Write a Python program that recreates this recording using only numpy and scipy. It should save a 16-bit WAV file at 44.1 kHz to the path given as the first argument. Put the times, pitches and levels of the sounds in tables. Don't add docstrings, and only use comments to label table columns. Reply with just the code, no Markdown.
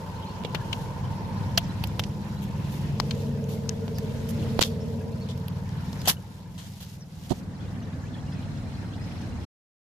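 import sys
import numpy as np
from scipy import signal
from scipy.io import wavfile
from scipy.ndimage import uniform_filter1d

SR = 44100
rng = np.random.default_rng(int(sys.argv[2]) if len(sys.argv) > 2 else 0)


def transcribe(u):
    v = np.clip(np.atleast_2d(u).T, -1, 1)
    q = np.round(v * 32767).astype(np.int16)
    wavfile.write(sys.argv[1], SR, q)


N = 436149
TIME = np.arange(N) / SR

# (nearest at [s], time to half power [s], relative rumble [dB], relative tyres [dB])
CAR_PASSES = [(.7, 0.35, -33, -40.5), (1.55, 0.3, -28, -47.5), (2.2, 0.46, -37, -51), (2.9, 0.31, -30, -63),
              (4.45, 0.11, -26.5, -46.5), (6.05, 0.21, -30.5, -44), (9.3, 0.84, -32.5, -62.5)]


def boat_engine(level_db=-37.5, speed_wander=0.00298, waver_db=2, booming_order=7, boom_db=6):
    # (time [s], cycle rate [Hz])
    speed = [(0, 19.6), (1.5, 20.2), (2.3, 20.1), (3.3, 20.25), (4.5, 18.9), (6, 19), (7.5, 19.8),
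             (9.4, 19.2)]
    # (order [multiple of the cycle rate], relative level [dB])
    harmonics = [(2, -22.5), (3, -14.5), (4, -9.5), (5, 0), (6, -9), (7, -3), (8, -4.5), (9, -3.5),
                 (10, -4.5), (11, -12.5), (12, -22), (13, -19.5), (14, -19.5), (15, -25), (16, -23)]
    cycle_hz = np.interp(TIME, *np.transpose(speed)) * (1 + speed_wander * drift(0.6055))
    cycle_phase = 2 * np.pi * np.cumsum(cycle_hz) / SR
    swell_db = boom_db * passing(nearest_s=2.8, half_power_s=0.66) ** 2
    exhaust = 0
    for order, db in harmonics:
        phase = order * cycle_phase + rng.normal(0, 1.31) + 0.12 * drift(1)
        gain = from_db(db + swell_db * (order == booming_order) + waver_db * drift(1))
        exhaust += gain * np.sqrt(2) * np.sin(phase)
    return from_db(level_db) * passing(nearest_s=3.98, half_power_s=2.94) * exhaust


def traffic(far_tyres_db=-50, trim_db=-4):
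    # (frequency [Hz], relative density [dB])
    rumble_spectrum = [(24, -32), (38, -7.5), (60, -8.5), (90, 4), (130, 1), (200, -3), (260, -13),
                       (330, -19), (500, -22.5), (800, -27), (1500, -49.5)]
    # (frequency [Hz], relative density [dB])
    tyre_spectrum = [(200, -26.5), (350, -9.5), (500, -2.5), (720, -14.5), (930, 1), (1100, -22),
                     (1350, -10.5), (2500, -40.5)]
    cars = [from_db(db) * passing(s, span) for s, span, _, db in CAR_PASSES]
    tyre_gain = power_sum([from_db(far_tyres_db)] + cars)
    rumble = deck_load() * banded_noise(rumble_spectrum, flicker_db=2.5, flicker_hz=6)
    tyres = tyre_gain * banded_noise(tyre_spectrum, flicker_db=3, flicker_hz=12)
    return from_db(trim_db) * (rumble + tyres)


def deck_load(far_rumble_db=-38):
    cars = [from_db(db) * passing(s, span) for s, span, db, _ in CAR_PASSES]
    return power_sum([from_db(far_rumble_db)] + cars)


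def grating():
    # (start [s], end [s], low hum [dB], high hum [dB])
    crossings = [(0, 1.53, -83, -47), (1.9, 2.77, -74.5, -52.5), (3.15, 5.08, -42.5, -58),
                 (5.4, 6.5, -70.5, -55.5)]
    # (frequency [Hz], width [Hz], relative level [dB])
    low_modes = [(225.3, 14.2, 4.5), (448.2, 30, 2), (549, 70, -6.5), (634, 51, -11.5)]
    # (frequency [Hz], width [Hz], relative level [dB])
    high_modes = [(467, 120, -4), (900, 72, 1), (995, 78, -0.5), (1760, 150, -20)]
    wheels = [(held(start, end, rise_s=0.4, t60=2.2), low, high) for start, end, low, high in crossings]
    low_gain = power_sum(on * from_db(db) for on, db, _ in wheels)
    high_gain = power_sum(on * from_db(db) for on, _, db in wheels)
    return low_gain * hum(low_modes) + high_gain * hum(high_modes)


def truck(start_s=7.26, rise_s=0.31, start_db=-40.5, growth_db_per_s=1):
    # (frequency [Hz], relative density [dB])
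    spectrum = [(40, -9.5), (85, 4.5), (140, -14.5), (245, 6), (340, -18), (480, -14), (720, -16),
                (1100, -20.5), (1800, -24.5), (2500, -46), (4100, -40.5), (6000, -36.5), (9000, -41.5)]
    age = TIME - start_s
    gain = np.clip(1 + age / rise_s, 0, 1) * from_db(start_db + growth_db_per_s * age)
    return gain * banded_noise(spectrum, flicker_db=2, flicker_hz=21.4)


def nail_ticks(lead_in_s=0.004, rebound_s=0.0041, grit=0.17):
    # (time [s], snap [dB], pitch [Hz], length [s], left over right [dB],
    # relative rebound [dB], crack [dB], knock [dB], knock pitch [Hz], knock t60 [s])
    ticks = [(0.437, -30.5, 2760, .008, 2, -14, -46, -45, 514, .01),
             (0.4486, -25, 2930, 0.018, -3, -16, -44, -28, 514, .016),
             (0.548, -20.5, 2930, .022, 6.5, -4.5, -31, -14, 700, 0.002),
             (0.7297, -18, 2700, .012, 7, -20, -35, -37, 800, .008),
             (1.5768, -4, 4370, .008, -3.5, -14, -25, -21, 680, 0.044),
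             (1.579, -9.5, 3170, 0.017, 3, -18, -14, -26.5, 1500, 0.016),
             (1.839, -19.5, 3100, .015, -2, -19, -25, -24, 850, .011),
             (1.873, -35, 8000, .0072, 5, -16, -29, -50, 800, .008),
             (1.995, -13, 3270, .014, -2, -0.5, -25.5, -14.5, 900, 0.0035),
             (2.038, -23.5, 3160, 0.015, -1, -22, -42, -32, 800, .008),
             (3.0003, -15, 4000, .008, 11, -5, -30, -12, 1040, 0.0055),
             (3.110, -19, 3560, .013, 4, -20, -38, -50, 800, .008),
             (3.442, -35.5, 6500, .004, 1, -12, -44, -50, 800, .008),
             (3.693, -15.5, 5300, 0.0047, 8.5, -20, -36, -58, 800, .008),
             (3.88, -31, 3000, .01, -3, -13, -50, -27, 800, 0.0073),
             (3.985, -27, 5960, .009, 0, -16, -25.5, -32, 800, 0.0087),
             (4.592, -16.5, 3280, .013, -9, -11, -28.5, -27, 800, .008),
             (4.614, -15.5, 3000, .005, -10, -14, -28, -30.5, 1400, .004),
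             (4.616, -13.5, 3100, .007, 8, -7.5, -28, -23.5, 1400, .005),
             (4.6176, -17, 7200, .005, -10.5, -14, -28, -40, 800, .004),
             (4.62, -12, 3900, .007, 3, -16, -28.5, -34, 800, .004),
             (4.626, -8.5, 3500, .0048, 12, -18, -20.5, -36, 794, .008),
             (4.635, -12.5, 3800, 0.009, -1, -18, -32.5, -44, 800, .008),
             (4.638, -19, 4900, .005, 4, -18, -36, -40, 800, .005),
             (5.377, -37.5, 6000, .004, 1, -14, -38, -50, 800, .008),
             (5.483, -30, 3280, .0037, -3, -20, -28, -38, 800, .008),
             (5.692, -38, 4500, .004, 0, -14, -48, -55, 800, .008),
             (5.93, -31.5, 4500, .008, 0, -8, -40, -50, 800, .008),
             (6.017, -31.5, 5000, .008, -1.5, -8, -34, -53, 800, .008),
             (6.076, -15.5, 5540, .0087, 11, -12.5, -15, -16, 740, .015),
             (6.098, -11, 4030, .0079, 6, -2.5, -23, -43.5, 800, .008)]
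    out, impact = np.zeros((2, N)), int(lead_in_s * SR)
    t = TIME[:SR // 10] - impact / SR
    for s, db, hz, length, pan_db, rebound_db, crack_db, knock_db, knock_hz, knock_t60 in ticks:
        grit_envelope = from_db(-30 * np.maximum(t / length, -t / lead_in_s))
        force = grit * rng.standard_normal((2, len(t))) * grit_envelope
        force[:, impact] += 1
        force[:, impact + int(rebound_s * rng.uniform(.85, 1.15) * SR)] += from_db(rebound_db)
        crack = peak_one(resonate(force, hz=13100, width=3600))
        band_hz = [0.29 * hz, min(1.75 * hz, SR / 2 - 1000)]
        force = butterworth(force, 2, band_hz, "band")
        spot_ring = 0.99 * resonate(force, hz, width=1500)
        snap = peak_one(camera_case(force + spot_ring) + 0.08 * force)
        add(out, s - lead_in_s, panned(pan_db) * (from_db(db) * snap + from_db(crack_db) * crack))
        add(out, s, panned(pan_db) * from_db(knock_db) * knock(knock_hz, knock_t60))
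    return out


def fingertip_bumps():
    # (time [s], peak [dB], pitch [Hz], t60 [s], left over right [dB])
    bumps = [(.4485, -29, 480, .03, 3), (.547, -32, 380, 0.019, 0), (.549, -31, 850, 0.023, 1),
             (4.592, -13, 557, 0.0035, -25.5), (4.5935, -25, 170, 0.016, -3.5),
             (4.611, -24.5, 300, 0.012, 0), (4.6174, -19.5, 400, .006, 15.5),
             (7.3057, -31.5, 350, 0.012, -24), (7.3083, -28.5, 150, 0.025, -29),
             (7.3172, -25.5, 260, 0.025, -28)]
    out = np.zeros((2, N))
    for s, db, hz, t60, pan_db in bumps:
        add(out, s, from_db(db) * panned(pan_db) * knock(hz, t60))
    return out


def finger_thud(peak_s=7.32, rise_s=0.017, t60=0.038, level_db=-31, pan_db=-27):
    out, t = np.zeros((2, N)), TIME[:SR // 10] - rise_s
    air = butterworth(rng.standard_normal(len(t)), 1, 420, "low")
    air = butterworth(air, 2, 200, "high")
    air = rms_one(butterworth(air, 6, 900, "low"))
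    swell = np.clip(1 + t / rise_s, 0, 1) * from_db(-60 * np.maximum(t, 0) / t60)
    add(out, peak_s - rise_s, from_db(level_db) * panned(pan_db) * swell * air)
    return out


def skin_scrapes(grain_db=3.5, rise_share=0.14, trim_db=1):
    # (time [s], length [s], relative level [dB], tail t60 [s], treble lift [dB],
    # case ring [dB], left over right [dB])
    scrapes = [(2.417, 0.023, -48, 0.13, 7, -20, 3), (2.715, .05, -51, .15, 13, -20, 2),
               (3.483, 0.056, -48, 0.21, 8, -20, 2), (4.14, 0.084, -58, 0.099, -15, -20, 0),
               (4.284, 0.026, -44, 0.058, 12, -20, -5), (4.6086, 0.012, -22.5, 0.016, -5.5, -2.5, -2.5),
               (4.629, 0.03, -36, 0.12, 7, 9, -0.5), (5.286, 0.024, -44.5, 0.09, -18, 12, 3),
               (6.051, 0.036, -34.5, 0.051, -5, -0.5, 1), (6.078, 0.018, -17.5, 0.085, 11.5, -6.5, 0.5),
               (6.578, 0.011, -45.5, 0.31, -12, -20, 2), (6.64, 0.035, -53, 0.092, -5, 5, -3),
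               (6.801, 0.034, -46.5, 0.069, 7, -10, -1), (7.233, .03, -54, .06, 2, -20, -1),
               (7.292, 0.032, -48, 0.04, -10.5, -20, -16)]
    out, t = np.zeros((2, N)), TIME[:SR // 5]
    for s, length, db, t60, lift_db, ring_db, pan_db in scrapes:
        slips = rng.standard_normal((2, len(t))) * from_db(grain_db * jitter(len(t), span=20))
        ring = from_db(ring_db) * resonate(slips, hz=3560, width=480)
        treble = 0.32 * from_db(lift_db) * resonate(slips, hz=12100, width=4200)
        body = 0.5 * resonate(slips, hz=720, width=2500) + 1.05 * resonate(slips, hz=1750, width=680)
        scrape = rms_one(camera_case(slips) - ring + treble + body)
        stroke = np.minimum(t / (rise_share * length), 1) * from_db(-60 * np.maximum(t - length, 0) / t60)
        add(out, s, from_db(db + trim_db) * panned(pan_db) * stroke * scrape)
    return out


def grip_rubbing(firm_db=-59, loose_db=-67, relax_s=6.4, rise_s=0.23, t60=0.28):
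    # (time [s], length [s], level [dB])
    rubs = [(.78, 0.044, -52.5), (2.7, 0.12, -54), (3.12, 0.16, -55), (4.013, 0.71, -55.5),
            (6.014, .06, -54.5), (6.662, 0.29, -53.5), (7.23, 0.16, -54.5)]
    # (frequency [Hz], relative density [dB])
    spectrum = [(800, -13.5), (2000, -0.5), (3500, 6.5), (5500, 3.5), (7300, 2), (9000, -10.5),
                (12000, 4.5), (14500, -4.5), (16000, -15)]
    firm = from_db(firm_db) * held(0, relax_s, rise_s, t60)
    grip = power_sum([from_db(loose_db), firm]) * from_db(drift(2.5))
    slides = [from_db(db) * held(s, s + length, rise_s, t60) for s, length, db in rubs]
    hiss = from_db(1.5 * drift(70)) * banded_noise(spectrum, flicker_db=1.5, flicker_hz=15)
    crackle = 0
    for per_s, db in (14, -16), (450, -5):
        clicks = (rng.random(N) < per_s / SR) * rng.uniform(.2, 1, (2, N)) * rng.choice([-1, 1], N)
        crackle += from_db(db) * rms_one(camera_case(clicks) + 0.38 * clicks)
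    return power_sum([grip] + slides) * rms_one(hiss + crackle)


def camera_case(force, spread_db=2.5):
    # (frequency [Hz], width [Hz], gain [dB])
    modes = [(709, 900, -4), (1700, 1000, -1), (3020, 750, 3), (4250, 1200, 2.5), (6250, 3000, -1.5),
             (12860, 390, -12)]
    return sum((-1) ** k * from_db(db + rng.normal(0, spread_db, (2, 1))) * resonate(force, hz, width)
               for k, (hz, width, db) in enumerate(modes))


def knock(hz, t60, rise_cycles=0.14):
    t = TIME[:SR // 10]
    envelope = from_db(-60 * t / t60) * np.minimum(hz * t / rise_cycles, 1)
    return peak_one(envelope * np.sin(2 * np.pi * hz * t))


def trickle(calm_per_s=30, busy_per_s=85, busy_from_s=7.55, low_hz=1500, high_hz=5830, drop_db=-53):
    # (time [s], pitch [Hz], level [dB])
    plops = [(.61, 1650, -38), (6.168, 2890, -34), (7.77, 1750, -46), (8.035, 1650, -44), (8.15, 1750, -43),
             (8.185, 3200, -46), (8.325, 1770, -47), (8.43, 3050, -49), (8.57, 3650, -47.5),
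             (8.575, 5050, -47.5), (8.825, 1750, -46), (8.925, 3150, -45), (8.945, 3450, -48)]
    out = np.zeros((2, N))
    times = TIME[rng.random(N) < np.where(TIME < busy_from_s, calm_per_s, busy_per_s) / SR]
    octaves = np.log2(high_hz / low_hz) * rng.random(len(times))
    drops = [(s, low_hz * 2 ** up, drop_db - up + 3 * rng.uniform(-1, 2))
             for s, up in zip(times, octaves)]
    for s, hz, db in plops + drops:
        add(out, s, from_db(db) * bubble(hz))
    return out


def splashes(drops_per_s=420, spread_octaves=0.45, spread_db=3):
    # (time [s], length [s], middle pitch [Hz], droplet level [dB])
    wavelets = [(7.63, .05, 3570, -59), (8.142, 0.038, 2210, -55), (8.314, .04, 2000, -51),
                (8.325, .025, 5000, -55), (8.557, .03, 4320, -54), (8.81, .04, 1910, -55),
                (8.929, 0.031, 4200, -49), (9.168, 0.073, 4170, -53)]
    out = np.zeros((2, N))
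    for s, length, hz, db in wavelets:
        for _ in range(int(drops_per_s * length)):
            pitch = hz * 2 ** rng.normal(0, spread_octaves)
            landing_s = s + length * rng.random()
            add(out, landing_s, from_db(rng.normal(db, spread_db)) * bubble(pitch))
    return out


def bubble(hz, ring_cycles=130, rise_share=0.16):
    age = TIME[:SR // 10] * hz / ring_cycles
    turns = np.cumsum(hz * (1 + rise_share * np.minimum(age, 1))) / SR
    envelope = np.minimum(20 * age, 1) * from_db(-60 * age)
    return envelope * np.sin(2 * np.pi * (turns + .5 * rng.random((2, 1))))


def plinks_and_bird_calls(flutter_db=3, echo_db=-20, fall_octaves_per_s=-7.5):
    # (time [s], starting pitch [Hz], glide [octaves/s], level [dB])
    plinks = [(.07, 4250, 7, -57), (.145, 3750, 6, -56), (.205, 2900, 6.5, -46), (.245, 3830, 5, -47.5),
              (.28, 4150, 3, -50.5), (1.03, 3120, -1.5, -51), (1.36, 3700, 7, -52), (1.68, 3770, 3, -49),
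              (2.358, 3700, 4.5, -49), (4.69, 4350, 2, -53), (4.795, 5554, -1.5, -51),
              (5.197, 4300, 1, -48), (7.586, 3100, 5, -52), (7.81, 6300, -3, -59), (8.124, 3527, -1.5, -50),
              (8.26, 2794, 1, -52), (8.31, 4670, 5, -52.5), (8.73, 4270, 1.5, -50.5), (9, 4700, 4, -55)]
    # (time [s], starting pitch [Hz], level [dB])
    bird_calls = [(1.614, 6400, -52), (3.935, 6000, -47), (5.975, 6200, -46), (6.989, 6450, -44.5)]
    out = np.zeros((2, N))
    falls = [(s, hz, fall_octaves_per_s, db) for s, hz, db in bird_calls]
    for events, length_s, rasp_hz in (plinks, 0.047, 110), (falls, 0.062, 260):
        n = int(length_s * SR)
        for s, start_hz, glide, db in events:
            hz = start_hz * 2 ** (glide * TIME[:n]) + rasp_hz * jitter(n, span=40)
            flutter = rms_one(from_db(flutter_db * jitter(n, span=200)))
            tone = np.sin(2 * np.pi * (np.cumsum(hz) / SR + .5 * rng.random((2, 1))))
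            note = from_db(db) * flutter * np.hanning(n) * tone
            add(out, s, note)
            add(out, s + rng.uniform(0.025, 0.058), from_db(echo_db) * note)
    return out


def river_wash(level_db=-52, lap_hz=4, traffic_share=0.82):
    # (time [s], half length [s], depth [dB])
    lulls = [(2.15, .07, 3), (2.36, .07, 2.5), (3.35, .12, 3), (5.1, .1, 2.5), (7.48, .07, 4)]
    # (frequency [Hz], relative density [dB])
    spectrum = [(200, -13.5), (500, 3), (1200, 2.5), (1800, 3.5), (2300, 2.5), (3100, 0.5), (4400, -1),
                (6000, -5.5), (8000, -18), (11000, -15), (15000, -39)]
    lull_db = sum(db * np.exp(-((TIME - s) / span) ** 2) for s, span, db in lulls)
    gain = from_db(level_db + drift(lap_hz) - lull_db) * rms_one(deck_load()) ** traffic_share
    return gain * banded_noise(spectrum, flicker_db=2.5, flicker_hz=30)


def hisses():
    # (start [s], end [s], frequency [Hz], width [Hz], level [dB])
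    bands = [(0.297, .75, 2900, 600, -58), (1.948, 3.05, 332, 110, -50.5), (2.608, 2.9, 2600, 390, -59),
             (3.001, 3.49, 2580, 250, -65), (4.172, 4.22, 1700, 900, -56), (5.7, 5.97, 1770, 170, -59.5),
             (8.2, 9.45, 4120, 190, -65), (8.2, 9.45, 5232, 219, -71), (7.94, 8.6, 6700, 450, -73),
             (8.2, 9.449, 8340, 350, -74)]
    return sum(held(start, end, rise_s=0.28, t60=0.8) * hum([(hz, width, db)])
               for start, end, hz, width, db in bands)


def hum(modes):
    out = 0
    for hz, width, db in modes:
        pair = rng.standard_normal((2, N))
        for _ in range(2):
            pair = resonate(pair, hz, 1.5 * width)
        out += from_db(db) * rms_one(two_ports(pair, hz))
    return out


def banded_noise(spectrum, flicker_db, flicker_hz):
    out, white = 0, rng.standard_normal((2, 2, N))
    edges = np.geomspace(20, 16000, 27)
    for k, (low, high) in enumerate(zip(edges, edges[1:])):
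        hz = np.sqrt(low * high)
        if spectrum[0][0] < hz < spectrum[-1][0]:
            pair = butterworth(white[k % 2], 2, [low, high], "band")
            out += two_ports(pair, hz) * from_db(at_hz(spectrum, hz) + flicker_db * drift(flicker_hz))
    return rms_one(out)


def two_ports(pair, hz):
    # (frequency [Hz], correlation [0 to 1])
    likeness = [(25, 0.7), (70, 0.9), (160, 0.84), (350, 0.8), (700, 0.73), (1400, 0), (3000, 0),
                (12000, 0)]
    alike = at_hz(likeness, hz)
    return np.sqrt(1 + alike) * pair[0] + np.sqrt(1 - alike) * pair[1] * np.array([[1], [-1]])


def passing(nearest_s, half_power_s):
    return 1 / np.hypot(1, (TIME - nearest_s) / half_power_s)


def held(start, end, rise_s, t60):
    return np.clip(1 + (TIME - start) / rise_s, 0, 1) * from_db(-60 * np.maximum(TIME - end, 0) / t60)


def drift(hz, step=40):
    r = np.exp(-2 * np.pi * hz * step / SR)
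    slow = signal.lfilter([1], [1, -2 * r, r * r], rng.standard_normal(N // step + 2002))[2000:]
    return np.interp(np.arange(N) / step, np.arange(len(slow)), rms_one(slow))


def jitter(n, span):
    return rms_one(uniform_filter1d(rng.standard_normal(n), size=span))


def resonate(x, hz, width):
    r = np.exp(-np.pi * width / SR)
    poles = [1, -2 * r * np.cos(2 * np.pi * hz / SR), r * r]
    return signal.lfilter(np.array([1, 0, -1]) * (1 - r * r) / 2, poles, x)


def butterworth(x, order, hz, kind):
    return signal.sosfilt(signal.butter(order, hz, kind, fs=SR, output="sos"), x)


def at_hz(points, hz):
    frequencies, values = np.transpose(points)
    return np.interp(np.log(hz), np.log(frequencies), values)


def add(out, s, sound):
    i = int(s * SR)
    out[:, i:i + sound.shape[-1]] += sound[..., :N - i]


def panned(pan_db):
    return from_db(np.array([[.5], [-.5]]) * pan_db)


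def power_sum(gains):
    return np.sqrt(sum(g ** 2 for g in gains))


def from_db(db):
    return 10 ** (np.asarray(db) / 20)


def rms_one(x):
    return x / np.sqrt(np.mean(x ** 2) + 1e-20)


def peak_one(x):
    return x / np.abs(x).max(axis=-1, keepdims=True)


def scene(cover_loss_db=7):
    cover = from_db(-cover_loss_db * held(start=6.16, end=7.27, rise_s=0.099, t60=0.84))
    outdoors = boat_engine() + traffic() + grating() + truck()
    outdoors += river_wash() + trickle() + hisses() + plinks_and_bird_calls()
    handling = nail_ticks() + fingertip_bumps() + finger_thud() + skin_scrapes() + grip_rubbing()
    return cover * outdoors + handling + splashes()


def record(dry, stop_s=9.452, low_cut_hz=25, high_cut_hz=14700):
    running = np.clip((stop_s - TIME) / .008, 0, 1)
    thinned = butterworth(dry, 2, low_cut_hz, "high")
    clipped = np.clip(thinned * running, -1, 1)
    return signal.sosfilt(signal.ellip(10, .1, 80, high_cut_hz, fs=SR, output="sos"), clipped + 1e-18)


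dry = scene()
out = record(dry)
transcribe(out)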